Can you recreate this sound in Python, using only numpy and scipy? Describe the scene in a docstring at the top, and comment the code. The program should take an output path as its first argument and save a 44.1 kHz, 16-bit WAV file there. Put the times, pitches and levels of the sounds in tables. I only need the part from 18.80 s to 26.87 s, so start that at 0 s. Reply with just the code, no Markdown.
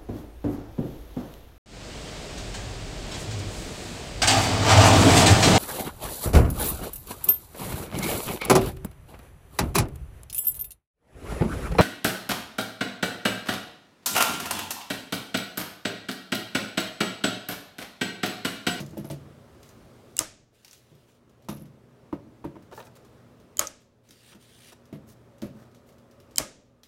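"""Three nylon cable ties snap under side cutters inside a steel cabinet: short falling chirps plus torn noise
drive the resonances of strap and jaws. The freed bundle lands as noise thumps and rings the metal.
Between cuts, damped modes and noise bursts make bumps, knocks and ticks; shaped noise makes scrapes and rubs.
Ventilation noise and hum lie behind. A gain control ducks whenever the level is too high, as at a snap,
and recovers slowly."""
import sys
import numpy as np
from scipy import signal
from scipy.fft import rfft, irfft, next_fast_len
from scipy.io import wavfile
from scipy.ndimage import uniform_filter1d, map_coordinates

SR = 44100
rng = np.random.default_rng(int(sys.argv[2]) if len(sys.argv) > 2 else 0)


def master(y):
    """Save y as 16-bit WAV."""
    cut = np.clip(np.atleast_2d(y).T, -1, 1)
    pcm = np.round(cut * 32767)  # scale
    wavfile.write(sys.argv[1], SR, pcm.astype(np.int16))


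N = 356019
CLOCK = np.arange(N) / SR  # scene time, s
AGE = np.arange(SR // 2) / SR  # time since a blow, s

# Levels are relative: each layer adds its own trim. t60 is the time to fall by 60 dB.
# Snaps
# ties cut [t/s, snap level/dB, tearing level/dB, tearing t60/s, strap level/dB, blade f/Hz, blade level/dB,
#           whine f/Hz, whine level/dB]
CUTS = [(1.3906, 7, -5.5, .003, 1, 7570, 2, 2834, -30.5),
        (4.7931, 3.5, 1.5, 0.00964, -2.5, 7110, 0, 3122, -32.5),
        (7.5823, 3.5, -2.5, 0.011, 3, 7240, 2.5, 3112, -31)]
# faint ticks ahead of every snap [lead t/s, level/dB re the snap]
LEAD_TICKS = [(.0231, -30.5), (.0113, -39)]
# resonances of the cut strap [f/Hz, width/Hz before the least width is applied,
#                              level/dB before each cut's offset]
STRAP_RESONANCES = [(2240, 720, -13.5), (3430, 1900, -14.5), (4200, 630, -8), (4700, 400, -4.5),
                    (5170, 780, -5)]
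# the jaws' fixed resonances [f/Hz, width/Hz, level/dB]
JAW_RESONANCES = [(6333, 700, -3.5), (9900, 720, -12), (14000, 5300, -15.5)]
# colour of a snap as it reaches the room [f/Hz, level/dB per Hz]
SNAP_SPRAY_SPECTRUM = [(300, -6), (1500, -0.5), (3000, -5.5), (4600, -4.5), (5800, -1), (7200, -2),
                       (9000, -2), (11000, -5.5), (13000, -6), (16000, -11.5)]
BREAK_S = .0007  # the break runs through the strap, its treble first
BLADE_WIDTH_HZ = 910  # the blades' main resonance, which shifts with the grip
NEAR_WALL_S, NEAR_WALL_DB = .0028, -16  # the cabinet's side throws each crack back
JAW_CLACK_S, JAW_CLACK_DB, JAW_CLACK_T60 = 4.871, -18, 0.024  # the jaws shut once after the second cut
WHINE_RISE_T60, WHINE_FALL_T60 = 0.032, .06  # s

# Recoils
# the freed bundle lands after each cut [flight t/s, thump level/dB, clank level/dB, rail level/dB,
#                                        back plate level/dB, shove level/dB]
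RECOILS = [(0.016, -22.5, -22.5, -38.5, -20.5, -32.5), (0.0185, -26, -19.5, -23, -25.5, -55),
           (0.017, -17.5, -23.5, -28.5, -29, -28.5)]
# dull landing of the bundle [f/Hz, level/dB per Hz]
THUMP_SPECTRUM = [(25, -18), (60, 1), (140, 4.5), (320, 1), (450, -5), (600, -1.5), (800, -15),
                  (2000, -25.5), (8000, -59.5)]
# clank on metal [f/Hz, level/dB per Hz]
CLANK_SPECTRUM = [(200, -20.5), (600, 1.5), (850, -8), (1230, 5), (1500, -5.5), (2300, -13), (3200, -12.5),
                  (4200, -23), (12000, -40)]
# mounting rail modes [f/Hz, level/dB, t60/s]
RAIL_MODES = [(543, -8.5, 0.29), (622, -6.5, 0.22), (856, -6.5, 0.15), (1117, -3, 0.078), (1255, 1.5, 0.17),
              (1400, -1.5, 0.061), (1635, -5.5, 0.14), (1993, -12, 0.11), (2180, -9, 0.13),
              (2395, -15.5, 0.16), (3230, -8.5, 0.098)]
# steel back plate modes [f/Hz, level/dB, t60/s]
PLATE_MODES = [(318.8, -2, .2), (384, -6.5, 0.068), (510, -7, 0.045), (566, -9.5, .14), (649, -6, .13),
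               (885, -10.5, 0.076)]
# the whole cabinet gives as the bundle lands [f/Hz, level/dB, t60/s]
SHOVE_MODES = [(63, 1.5, 0.14), (42, -5, .15), (128, -1, 0.28)]
JOLT_DB = -3.5  # the jolt at the moment of the cut, re the bundle's landing

# Bumps on the cabinet
# blows [t/s, body level/dB, boom level/dB, boom ring time re an untouched wall, back plate level/dB,
#        clack level/dB, tick level/dB]
BUMPS = [(0.001, -30, -32.5, 1, -38, -34, -30), (0.028, -41, -42, 0.6, -38, -43, -51),
         (0.1, -52, -36.5, .3, -52, -58, -62), (0.13, -40, -43, .5, -41, -60, -62),
         (0.17, -32.5, -38.5, 0.57, -26.5, -40, -43), (0.183, -33, -32.5, 0.51, -43, -53, -49),
         (0.244, -36, -38, 1, -34.5, -37, -41), (0.3, -28, -34, 0.87, -25.5, -35, -34),
         (0.311, -33.5, -37, 0.92, -46, -48.5, -39), (2.115, -39, -43.5, 0.75, -60, -66, -63.5),
         (2.686, -25.5, -31.5, 0.85, -31, -21.5, -27), (2.724, -35.5, -46, 0.74, -39, -34, -50),
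         (2.768, -42, -48, 0.51, -52, -51, -45.5), (2.81, -40, -40, 0.77, -53, -51, -53),
         (2.855, -47.5, -54, 0.73, -61, -50, -52.5), (5.293, -44, -58, 0.85, -65.5, -70, -55),
         (5.548, -40.5, -51.5, 0.57, -60, -39, -45), (6.127, -29, -40, 1, -37.5, -46, -49),
         (6.623, -26, -36, 0.753, -37.5, -33.5, -53), (6.659, -32, -37.5, 0.86, -50, -50, -61.5)]
# low wall modes [f/Hz, level/dB, t60/s of an untouched wall]
BOOM_MODES = [(58.7, -24, 0.95), (84.8, -13, 0.67), (120, -7, 0.51), (143.2, 1, 0.33), (180.3, -9, 0.45)]
# upper wall modes [f/Hz, level/dB, t60/s before the hand's muting]
BODY_MODES = [(211.6, 4.5, 0.24), (250.5, -1.5, 0.027), (259, -6.5, 0.42), (283, -11, 0.41),
              (322.8, 1, 0.24), (365, -3.5, 0.13), (419, -7, 0.14), (541, -25.5, 0.85), (561, -18, 0.32),
              (628, -11.5, 0.092)]
# a padded blow [f/Hz, level/dB per Hz]
THUD_SPECTRUM = [(25, -30), (70, -34), (130, 13.5), (320, 1), (450, -2), (600, 0.5), (800, -16),
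                 (2000, -18), (8000, -36)]
# a harder contact [f/Hz, level/dB per Hz]
CLACK_SPECTRUM = [(150, -9), (400, -3), (620, 11.5), (800, 10), (1250, 8.5), (1700, 0), (3000, -7),
                  (6000, -21), (16000, -30)]
# a small hard contact [f/Hz, level/dB per Hz]
TICK_SPECTRUM = [(300, -9), (1500, -6), (3500, -2), (6000, -3.5), (9000, -9.5), (13000, -8), (16000, -15)]
# spells when a loose part buzzes [t/s, length t/s, level/dB]
RATTLES = [(0.178, 0.045, -3), (0.253, 0.093, 3), (2.685, 0.17, 2.5), (6.124, .06, -9), (6.633, .05, -7)]
# resonances of the loose part [f/Hz, width/Hz, level/dB]
LOOSE_PART_RESONANCES = [(10850, 520, -1), (11700, 510, 0), (13100, 900, -7.5)]
REBOUND_S, REBOUND_DB = .028, -8.5  # the hand settles again, softly, after each bump
MUTING = 0.67  # the hand shortens the ring of the upper wall modes by this factor

# Board knocks, catches, clinks and ticks
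# knocks on the circuit board [t/s, knock level/dB, wall boom level/dB, contact level/dB]
KNOCKS = [(3.3276, -28.5, -46, -40), (3.642, -32, -44, -46), (3.6491, -34, -38, -45),
          (3.756, -45.5, -50, -50), (3.764, -41.5, -47, -53)]
# the board on its standoffs [f/Hz, level/dB, t60/s]
BOARD_MODES = [(170, -10.5, 0.14), (220, -5, 0.091), (286, -4, 0.18), (325.3, -1, 0.17),
               (423.5, -13.5, 0.26), (565, -15, 0.17), (690, -13, 0.062), (905, 0, 0.029),
               (980, -5.5, 0.045), (1210, -10.5, 0.034), (1410, -15, 0.033), (2080, -35, 0.034)]
# steel meets the board's edge [f/Hz, level/dB per Hz]
CONTACT_SPECTRUM = [(300, -10), (900, 5), (1300, 5), (2000, -7), (3400, -13.5), (4500, -27), (12000, -42)]
# the jaws catch and jump on a tie [t/s, bundle level/dB, cutting edge level/dB, pitch re the usual]
CATCHES = [(3.914, -46, -60, 1.2), (3.9224, -38.5, -51, 0.88), (3.929, -38, -52, 1.05),
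           (3.936, -48, -53, 1.04), (3.9765, -36.5, -52, 1.02), (3.989, -41.5, -57, 1.15),
           (3.994, -42, -52, .9), (4.0024, -42, -43, 1.08), (4.012, -52, -49, 0.93),
           (4.0263, -45.5, -53, 1.2), (4.069, -50, -52, 1.5), (5.52, -54, -52, 0.64),
           (5.528, -51.5, -41.5, .85), (5.925, -50, -56, 1.08)]
# the tied bundle at its usual pitch [f/Hz, level/dB, t60/s]
BUNDLE_MODES = [(435, -4, 0.095), (577, -4, 0.08), (881, -3.5, 0.061), (1110, -3, 0.036),
                (1357, -9.5, 0.062), (1640, -5.5, 0.036)]
# the cutting edge on nylon at its usual pitch [f/Hz, width/Hz, level/dB]
EDGE_RESONANCES = [(2230, 830, -3), (3600, 730, 2), (4440, 800, -4), (6000, 1500, -11)]
# steel on steel [t/s, level/dB]
CLINKS = [(4.871, -21.5), (5.2899, -54)]
# the empty jaws [f/Hz, level/dB, t60/s]
STEEL_MODES = [(5750, -8, .018), (6330, 10.5, 0.015), (7000, 1, 0.0206)]
# light clicks of jaws and ties [t/s, level/dB, ring f/Hz, ring level/dB re the click]
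TICKS = [(0.063, -42.5, 7200, -1), (0.091, -49, 7400, -2), (0.1087, -50, 6980, 4),
         (0.1782, -40.5, 11700, 8.5), (0.3107, -38, 8250, 6), (0.8303, -42, 6000, -4),
         (0.8899, -44.5, 6460, 2.5), (1.847, -28, 5000, 3), (1.88, -34, 5200, 3), (1.9106, -36, 5800, 7),
         (1.9308, -30, 7000, 3), (2.1514, -49, 13000, 2), (3.646, -50, 11000, 7), (3.913, -54, 6100, 4),
         (3.926, -49, 6100, 2), (3.951, -50, 5000, 4), (3.966, -51, 5100, 5), (4.154, -47, 6500, -6),
         (4.245, -63, 5027, -10.5), (5.2893, -43, 6640, -1), (5.3081, -34, 9500, -6),
         (5.6254, -43, 9200, -7), (6.055, -51, 5500, -3), (6.583, -51.5, 7500, -1),
         (6.6186, -35, 3800, -4.5), (7.0897, -50, 7000, -8), (8.0335, -35, 3600, -1)]
TICK_RING_WIDTH_HZ, TICK_RING_T60 = 1200, .04
FAINT_TICKS_PER_S, FAINT_TICK_DB, FAINT_SPREAD_DB = 2.3, -53.5, 6.5  # the tool fidgets; spread is +/- dB

# Scrapes and rubs
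# the jaws drag over a tie [t/s, length t/s, hiss level/dB, rasp level/dB, hiss brightness/dB per octave]
SCRAPES = [(0.791, 0.17, -62, -67, 3), (1.858, 0.18, -53, -73, 3.5), (2.263, 0.058, -60, -58, -0.5),
           (3.925, 0.11, -52, -55, 6), (4.031, 0.058, -57.5, -55, 3.5), (4.158, 0.02, -54.5, -51, 2),
           (5.518, 0.026, -51, -51, -3.5), (5.917, 0.024, -49.5, -46.5, 1.5), (6.264, 0.08, -55, -69, 4.5),
           (6.716, 0.18, -65.5, -56, 0.5), (7.055, 0.067, -63, -72.5, 6)]
# bright friction [f/Hz, level/dB per Hz]
HISS_SPECTRUM = [(500, -23), (1600, 1), (3500, -1), (5500, -1.5), (7500, -3.5), (9500, -7), (12000, -8),
                 (16000, -11)]
# rough friction [f/Hz, level/dB per Hz]
RASP_SPECTRUM = [(200, -14), (430, -2), (750, -8), (950, -10), (1500, -12.5), (2300, -30.5), (4000, -29),
                 (10000, -38)]
# a hand slides along the cables [t/s, length t/s, final level/dB, swell over the stroke/dB, judder/dB]
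RUBS = [(0, 1.53, -67, 8, 6), (1.72, 0.65, -66, -9.5, -1), (5.226, 0.293, -52.5, 12, 1.5),
        (5.582, 0.32, -53.5, 8.5, 2.5)]
# the rubbed spot sings as the grip shifts [t/s, low f/Hz, high f/Hz]
SQUEAL_GLIDES = [(5.3, 5160, 8700), (5.56, 3400, 9000), (5.943, 3060, 9900)]
# the cable jackets' colour under the hand [f/Hz, width/Hz, level/dB]
RUBBED_RESONANCES = [(3400, 1500, 3), (4900, 900, -1.5), (9300, 1300, -2)]
RUB_ATTACK_S, RUB_RELEASE_T60 = 0.029, 0.12
JUDDER_HZ, JUDDER_BUILD_S = 78.3, 0.18  # mean stick-slip rate, and the stretch before release where it builds
RUBBED_DB, SQUEAL_DB = -6, -6.5

# Background, room and output
# ventilation noise level over time [t/s, level/dB]
AIR_LEVEL = [(0, -51), (3.1, -58), (4.3, -54), (5.3, -57.5), (8.07, -57)]
# ventilation noise colour [f/Hz, level/dB per Hz]
AIR_SPECTRUM = [(15, -55), (25, -32), (42, -11.5), (82, -3.5), (111, -2), (190, -6.5), (236, -4),
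                (270, -9.5), (384, -6.5), (416, -7.5), (677, -12), (754, -16), (1260, -19.5), (2160, -27),
                (16000, -43.5)]
# hum partials [f/Hz, level/dB]
HUM_PARTIALS = [(120, -61.5), (241, -62.5), (423, -69.5)]
# resonances of the cabinet's hollow [f/Hz, width/Hz, level/dB]; passed through twice
HOLLOW_RESONANCES = [(554.8, 45, 1.5), (1240, 230, -6)]
# level of the hollow over time [t/s, level/dB]
HOLLOW_LEVEL = [(0, -64.5), (3, -74.5), (5.9, -71), (6.7, -65), (8.07, -65)]
# the room's decay [f/Hz, t60/s]
ROOM_DECAY = [(150, 1), (1000, 0.33), (3000, 0.47), (7000, 0.41), (11000, 0.23), (16000, 0.13)]
TOP_HZ, TOP_EDGE_HZ = 16400, 500  # upper band limit and the width of its slope


def snaps():
    """Each tie parts with one loud crack, just after two faint ticks; once the jaws clack shut behind it."""
    out = np.zeros(N)
    for s, db, tear_db, t60, strap_db, blade_hz, blade_db, *_ in CUTS:
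        add(out, s, crack(db, tear_db, t60, strap_db, blade_hz, blade_db))
        for lead_s, lead_db in LEAD_TICKS:
            tick = crack(db + lead_db, tear_db, t60, strap_db, blade_hz, blade_db)
            add(out, s - lead_s, tick * fade(0.055))
    clack = crack(JAW_CLACK_DB, tear_db=5, t60=JAW_CLACK_T60, strap_db=1.5, blade_hz=6080, blade_db=4)
    add(out, JAW_CLACK_S, clack)
    return out


def crack(db, tear_db, t60, strap_db, blade_hz, blade_db):
    """A falling chirp and decaying tear noise ring strap and jaws; near walls, then the room, answer."""
    tear, scatter = rng.standard_normal((2, len(AGE)))
    left = np.maximum(BREAK_S - AGE, 0)
    snap = np.sin(np.pi * SR / 2 * left ** 2 / BREAK_S)  # sweeps from the top of the band to zero
    force = unit(snap) + amp(tear_db) * unit(tear * fade(t60))
    echo = amp(NEAR_WALL_DB) * np.roll(force, round(NEAR_WALL_S * SR))
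    force = force + echo + amp(-7.5) * unit(scatter * fade(0.011))

    strap = np.add(STRAP_RESONANCES, [0, 0, strap_db])
    peaks = np.vstack([strap, JAW_RESONANCES, (blade_hz, BLADE_WIDTH_HZ, blade_db)])
    peaks[:, 1] = np.maximum(peaks[:, 1], SR / 100)  # no resonance is narrower than SR / 100
    direct = resonate(force, peaks)
    direct = direct / np.sqrt(np.sum(direct ** 2) / (SR / 1000))  # its energy as if within 1 ms
    tail = reverberation(noise(SNAP_SPRAY_SPECTRUM), delay=0.011, early=0.77)
    return amp(db) * (direct + amp(-28.5) * tail)


def whines():
    """A thin, wavering tone swells in the last instant before each snap and dies away after it."""
    out = np.zeros(N)
    swell = np.concatenate([fade(WHINE_RISE_T60)[::-1], fade(WHINE_FALL_T60)])
    for s, *_, hz, db in CUTS:
        phase = 2 * np.pi * hz * CLOCK + .7 * wobble(300)
        tone = amp(3.5 * wobble(330)) * np.sin(phase)
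        add(out, s - AGE[-1], amp(db) * swell * tone[:len(swell)])
    return out


def recoils():
    """The cut jolts the cabinet; a moment later the released cables thump it and ring its rail and plate."""
    out = np.zeros(N)
    for (s, *_), (flight, thump_db, clank_db, rail_db, plate_db, shove_db) in zip(CUTS, RECOILS):
        for delay, db in [(0, JOLT_DB), (flight, 0)]:
            thump = amp(thump_db) * noise(THUMP_SPECTRUM) * (fade(0.043) + amp(-18.5) * fade(0.61))
            clank = amp(clank_db) * noise(CLANK_SPECTRUM) * fade(0.13)
            rail = amp(rail_db) * ring(RAIL_MODES, scatter_db=1, attack=.001)
            plate = amp(plate_db) * ring(PLATE_MODES, scatter_db=1, attack=.001)
            shove = amp(shove_db) * ring(SHOVE_MODES, scatter_db=1, attack=.002)
            blow = thump + clank + rail + plate + shove
            add(out, s + delay, amp(db) * blow * onset(0.0014))
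    return out


def clinks():
    """Steel rings briefly as the jaws shut and spring open again."""
    out = np.zeros(N)
    for s, db in CLINKS:
        add(out, s, amp(db) * ring(STEEL_MODES, scatter_db=.8, attack=.0004))
    return out


def bumps():
    """Hand and tool knock the cabinet and settle: walls boom, the plate rings, hard contacts clack and tick."""
    boom, rest = np.zeros((2, N))
    muted_body = np.multiply(BODY_MODES, [1, 1, MUTING])
    for s, body_db, boom_db, ring_time, plate_db, clack_db, tick_db in BUMPS:
        walls = np.multiply(BOOM_MODES, [1, 1, ring_time])
        add(boom, s, amp(boom_db + 1.5) * ring(walls, scatter_db=0.5, attack=0.0059))
        for delay, db in [(0, body_db), (REBOUND_S, body_db + REBOUND_DB)]:
            body = amp(-9.5) * ring(muted_body, scatter_db=2.8, attack=0.0031)
            thud = amp(-8.5) * noise(THUD_SPECTRUM) * fade(0.15) * onset(0.00041)
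            add(rest, s + delay, amp(db) * (body + thud))
        plate = amp(plate_db - 6) * ring(PLATE_MODES, scatter_db=1.5, attack=0.0011)
        clack = amp(clack_db - 13.5) * noise(CLACK_SPECTRUM) * fade(0.13)
        tick = amp(tick_db - 9.5) * noise(TICK_SPECTRUM) * fade(0.12)
        add(rest, s, (plate + clack + tick) * onset(0.00026))
    return boom + rest + chatter(boom)


def chatter(swing):
    """A tiny loose part is tapped on the swings of the sheet metal and rings briefly, until it settles."""
    at = signal.find_peaks(swing, distance=SR // 130)[0]
    taps = np.zeros(N)
    taps[at] = np.sqrt(np.maximum(swing[at], 0)) * amp(1.5 * rng.standard_normal(N)[at])
    looseness = np.zeros(N)
    for s, length, db in RATTLES:
        settling = np.sqrt(np.clip(1 - (CLOCK - s) / length, 0, 1))
        looseness += amp(db) * (CLOCK > s) * settling
    buzz = rng.standard_normal(len(AGE)) * fade(0.013)
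    buzzing = signal.fftconvolve(taps * looseness, buzz / np.linalg.norm(buzz))[:N]
    return amp(2.0) * resonate(buzzing, LOOSE_PART_RESONANCES)


def knocks():
    """The tool knocks on the circuit board: hard contact, hollow note and soft thud; the walls boom along."""
    out = np.zeros(N)
    for s, db, boom_db, contact_db in KNOCKS:
        note = ring(BOARD_MODES, scatter_db=.8, attack=.001)
        walls = ring(BOOM_MODES, scatter_db=1, attack=.006)
        thud = amp(-8.0) * noise(THUD_SPECTRUM) * fade(0.13)
        thud = thud + amp(-4.5) * noise(THUMP_SPECTRUM) * fade(0.14)
        contact = amp(contact_db) * noise(CONTACT_SPECTRUM) * fade(0.028)
        add(out, s, amp(db) * (note + thud * onset(0.0014)) + amp(boom_db) * walls + contact)
    return out


def catches():
    """The jaws catch and jump on a tie: a dull chirp of the bundle and a bright tick of the edge, pitched anew."""
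    out = np.zeros(N)
    for s, bundle_db, edge_db, pitch in CATCHES:
        bundle = ring(np.multiply(BUNDLE_MODES, [pitch, 1, 1]), scatter_db=4.0, attack=0.0018)
        bundle = bundle + amp(-6.0) * noise(RASP_SPECTRUM) * fade(0.011)
        edge_peaks = np.multiply(EDGE_RESONANCES, [pitch, 1, 1])
        edge = unit(resonate(rng.standard_normal(len(AGE)), edge_peaks)) * fade(0.024)
        add(out, s, amp(bundle_db) * bundle + amp(edge_db) * edge)
    return out


def ticks():
    """Small hard contacts of jaws and ties; fainter ones fall at random."""
    out = np.zeros(N)
    for s, db, ring_hz, ring_db in TICKS:
        add(out, s, click(db, ring_hz, ring_db))
    for place, size in rng.uniform(0, 1, (int(FAINT_TICKS_PER_S * N / SR), 2)):
        db = FAINT_TICK_DB + FAINT_SPREAD_DB * (2 * size - 1)
        add(out, place * N / SR, click(db, ring_hz=6497, ring_db=-6))
    return out


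def click(db, ring_hz, ring_db):
    """One hard contact: a short noise rattle, and the brief ring of the part that was touched."""
    rattle = noise(TICK_SPECTRUM) * (fade(0.0152) + amp(-5.0) * fade(0.22))
    part = unit(resonate(rng.standard_normal(len(AGE)), [(ring_hz, TICK_RING_WIDTH_HZ, 0)]))
    return amp(db - 11.0) * (rattle + amp(ring_db) * part * fade(TICK_RING_T60))


def scrapes():
    """Steel catches and slips on the ribbed nylon: noise and grains swell and fade with each stroke."""
    out = np.zeros(N)
    for s, length, hiss_db, rasp_db, tilt_db in SCRAPES:
        stroke = np.sin(np.pi * np.minimum(AGE / length, 1))
        rasp_grains = grains(length, rate=460, centre_hz=1313, spread=0.515, cycles=6.7)
        rasp = noise(RASP_SPECTRUM) + amp(-5.0) * rasp_grains
        hiss_grains = grains(length, rate=490, centre_hz=4625, spread=0.83, cycles=25)
        hiss = noise(HISS_SPECTRUM) + amp(-15.0) * hiss_grains
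        hiss = unit(filtered(hiss, lambda hz: amp(tilt_db * np.log2(hz + 1))))
        add(out, s, stroke * (amp(hiss_db - 2.0) * hiss + amp(rasp_db - 4.5) * rasp))
    return out * unit(amp(2.2 * wobble(220)))


def grains(length, rate, centre_hz, spread, cycles):
    """Tiny slips over one stroke, each ringing briefly at its own pitch."""
    out, t = np.zeros(len(AGE)), AGE[:SR // 40]
    draws = rng.standard_normal((int(rate * length) + 1, 2))
    starts = rng.uniform(0, length, len(draws))
    for s, (pitch, size) in zip(starts, draws):
        hz = min(centre_hz * np.exp(spread * pitch), SR / 3)
        decay = np.exp(-t * hz / cycles - t / 0.0074)
        add(out, s, amp(size) * np.sqrt(centre_hz / hz) * np.sin(2 * np.pi * hz * t) * decay)
    return unit(out) * np.sqrt(length / AGE[-1])  # about rms 1 within the stroke


def slide():
    """Smooth rubs under changing pressure; two gliding resonances sing along, and stick-slip can judder late."""
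    slips = np.sin(2 * np.pi * np.cumsum(JUDDER_HZ * (1 + 0.13 * wobble(40))) / SR)
    pressure = np.zeros(N)
    for s, length, db, swell_db, judder_db in RUBS:
        left = s + length - CLOCK  # time until the hand lets go
        attack = np.clip((CLOCK - s) / RUB_ATTACK_S, 0, 1)
        release = np.exp(np.log(1000) * np.minimum(left, 0) / RUB_RELEASE_T60)
        grip = np.clip(2 * (1 - left / JUDDER_BUILD_S), 0, 1)
        level_db = db - swell_db * np.clip(left / length, 0, 1) + judder_db * grip * slips
        pressure += attack * release * amp(level_db)

    s, *glides = np.transpose(SQUEAL_GLIDES)
    sing = np.zeros(N)
    for hz in glides:
        sing += wobble(800) * np.sin(2 * np.pi * np.cumsum(np.interp(CLOCK, s, hz)) / SR)
    sing = amp(SQUEAL_DB) * sing * (CLOCK > s[0])
    hiss = amp(-1.5) * noise(HISS_SPECTRUM, size=N)
    jackets = amp(RUBBED_DB) * unit(resonate(rng.standard_normal(N), RUBBED_RESONANCES))
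    return pressure * (hiss + jackets + sing) * amp(1.1 * wobble(300))


def background():
    """Ventilation noise that sinks, rises a little and sinks again, a slightly unsteady hum, and the hollow."""
    air = amp(.6 * wobble(6)) * patchy(noise(AIR_SPECTRUM, size=N), depth_db=.9)
    air = amp(np.interp(CLOCK, *np.transpose(AIR_LEVEL))) * air
    # the hollow's colour recedes, then comes forward
    hollow = resonate(resonate(rng.standard_normal(N), HOLLOW_RESONANCES), HOLLOW_RESONANCES)
    hollow = amp(np.interp(CLOCK, *np.transpose(HOLLOW_LEVEL))) * unit(hollow)
    hum = np.zeros(N)
    for hz, db in HUM_PARTIALS:
        hum += amp(db + wobble(3.3)) * np.sin(2 * np.pi * hz * CLOCK + .5 * wobble(5.9))
    return air + hollow + hum


def room(x):
    """The room's answer to a sound: convolution with a decaying noise tail."""
    tail = reverberation(rng.standard_normal(len(AGE)))
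    return signal.fftconvolve(x, tail / np.linalg.norm(tail))[:N]


def reverberation(sound, delay=0, early=1):
    """Noise becomes a room tail, each band with its own decay; gain early holds until the far walls answer."""
    hz, t, z = signal.stft(sound, SR, nperseg=256)
    decay = np.exp(-np.log(1000) * t / along(ROOM_DECAY, hz)[:, None])
    tail = signal.istft(z * decay, SR, nperseg=256)[1][:len(AGE)]
    return tail * np.where(AGE < delay, early, 1) * (1 + fade(0.27))


def patchy(x, depth_db):
    """The colour drifts: patches of random gain in pitch and time."""
    z = signal.stft(x, nperseg=256)[2]
    field = uniform_filter1d(rng.standard_normal(z.shape), size=3, axis=0)
    field = uniform_filter1d(field, size=18, axis=1)
    return signal.istft(z * unit(amp(depth_db * unit(field))), nperseg=256)[1][:N]


def ring(modes, scatter_db, attack):
    """Damped modes; every blow lands elsewhere and shares its energy differently."""
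    hz, db, t60 = np.transpose(modes)[:, :, None]
    size, detune, phase = rng.standard_normal((3, len(modes), 1))
    waves = np.sin(2 * np.pi * hz * (1 + 0.014 * detune) * AGE + np.pi * phase)
    return (amp(db + scatter_db * size) * fade(t60) * waves).sum(0) * onset(attack)


def resonate(x, peaks):
    """x through parallel band-pass resonances (Hz, width, dB)."""
    def response(f):
        total = 0
        for k, (centre, width, db) in enumerate(peaks):
            damping = 1j * f * width
            # alternate signs
            total = total + (-1) ** k * amp(db) * damping / (centre ** 2 - f ** 2 + damping)
        return total
    return filtered(x, response)


def noise(spectrum, size=len(AGE)):
    """Coloured noise of rms 1."""
    return unit(filtered(rng.standard_normal(size), lambda hz: amp(along(spectrum, hz))))


def filtered(x, response):
    """x times a response of frequency."""
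    m = next_fast_len(len(x) + 8192)
    return irfft(rfft(x, m) * response(np.fft.rfftfreq(m, 1 / SR)), m)[:len(x)]


def wobble(rate):
    """A smooth random curve, rate knots a second."""
    return map_coordinates(rng.standard_normal(int(N * rate / SR) + 4), [CLOCK * rate])


def fade(t60):
    """Exponential decay after a blow."""
    return np.exp(-np.log(1000) * AGE / t60)


def onset(attack):
    """Exponential rise at a blow, with time constant attack in seconds."""
    return 1 - np.exp(-AGE / attack)


def add(track, s, sound):
    """Mix a sound in at time s."""
    start = max(round(s * SR), 0)
    part = track[start:start + len(sound)]
    part += sound[:len(part)]


def along(points, hz):
    """(Hz, value) points on a log axis."""
    f, v = np.transpose(points)
    return np.interp(np.log(hz + 1), np.log(f + 1), v)


def unit(x):
    """Scale to rms 1."""
    return x / np.sqrt(np.mean(x ** 2) + 1e-20)


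def amp(db):
    """Decibels to gain."""
    return 10 ** (np.asarray(db) / 20)


def scene():
    """Cuts and handling in the room, over its background."""
    thumps = recoils()
    friction = patchy(scrapes() + slide(), depth_db=1.6)
    handling = bumps() + knocks() + catches() + ticks() + friction
    wet = room(amp(-15.0) * thumps + amp(-10.5) * handling)
    return (snaps() + whines() + clinks() + thumps + handling + wet + background())[None]


def gain_control(x, ceiling_db, release_db):
    """The gain drops at once when the level passes the ceiling and creeps back at release_db a second."""
    level_db = 10 * np.log10(np.abs(uniform_filter1d(x ** 2, size=132)) + 1e-12)
    over_db = np.maximum(level_db - ceiling_db, 0)
    recovered_db = release_db * CLOCK
    cut_db = np.maximum.accumulate(over_db + recovered_db) - recovered_db
    return x * amp(-uniform_filter1d(cut_db, size=32))


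def record(dry):
    """Gain control, a soft clip that levels off at 0.9 of full scale, then the upper band limit."""
    x = gain_control(dry[0], ceiling_db=-12.5, release_db=9.5)
    x = x / (1 + np.abs(x / .9) ** 6) ** (1 / 6)
    return filtered(x, lambda hz: np.clip((TOP_HZ - hz) / TOP_EDGE_HZ, 0, 1))[None]


dry = scene()
out = record(dry)
master(out)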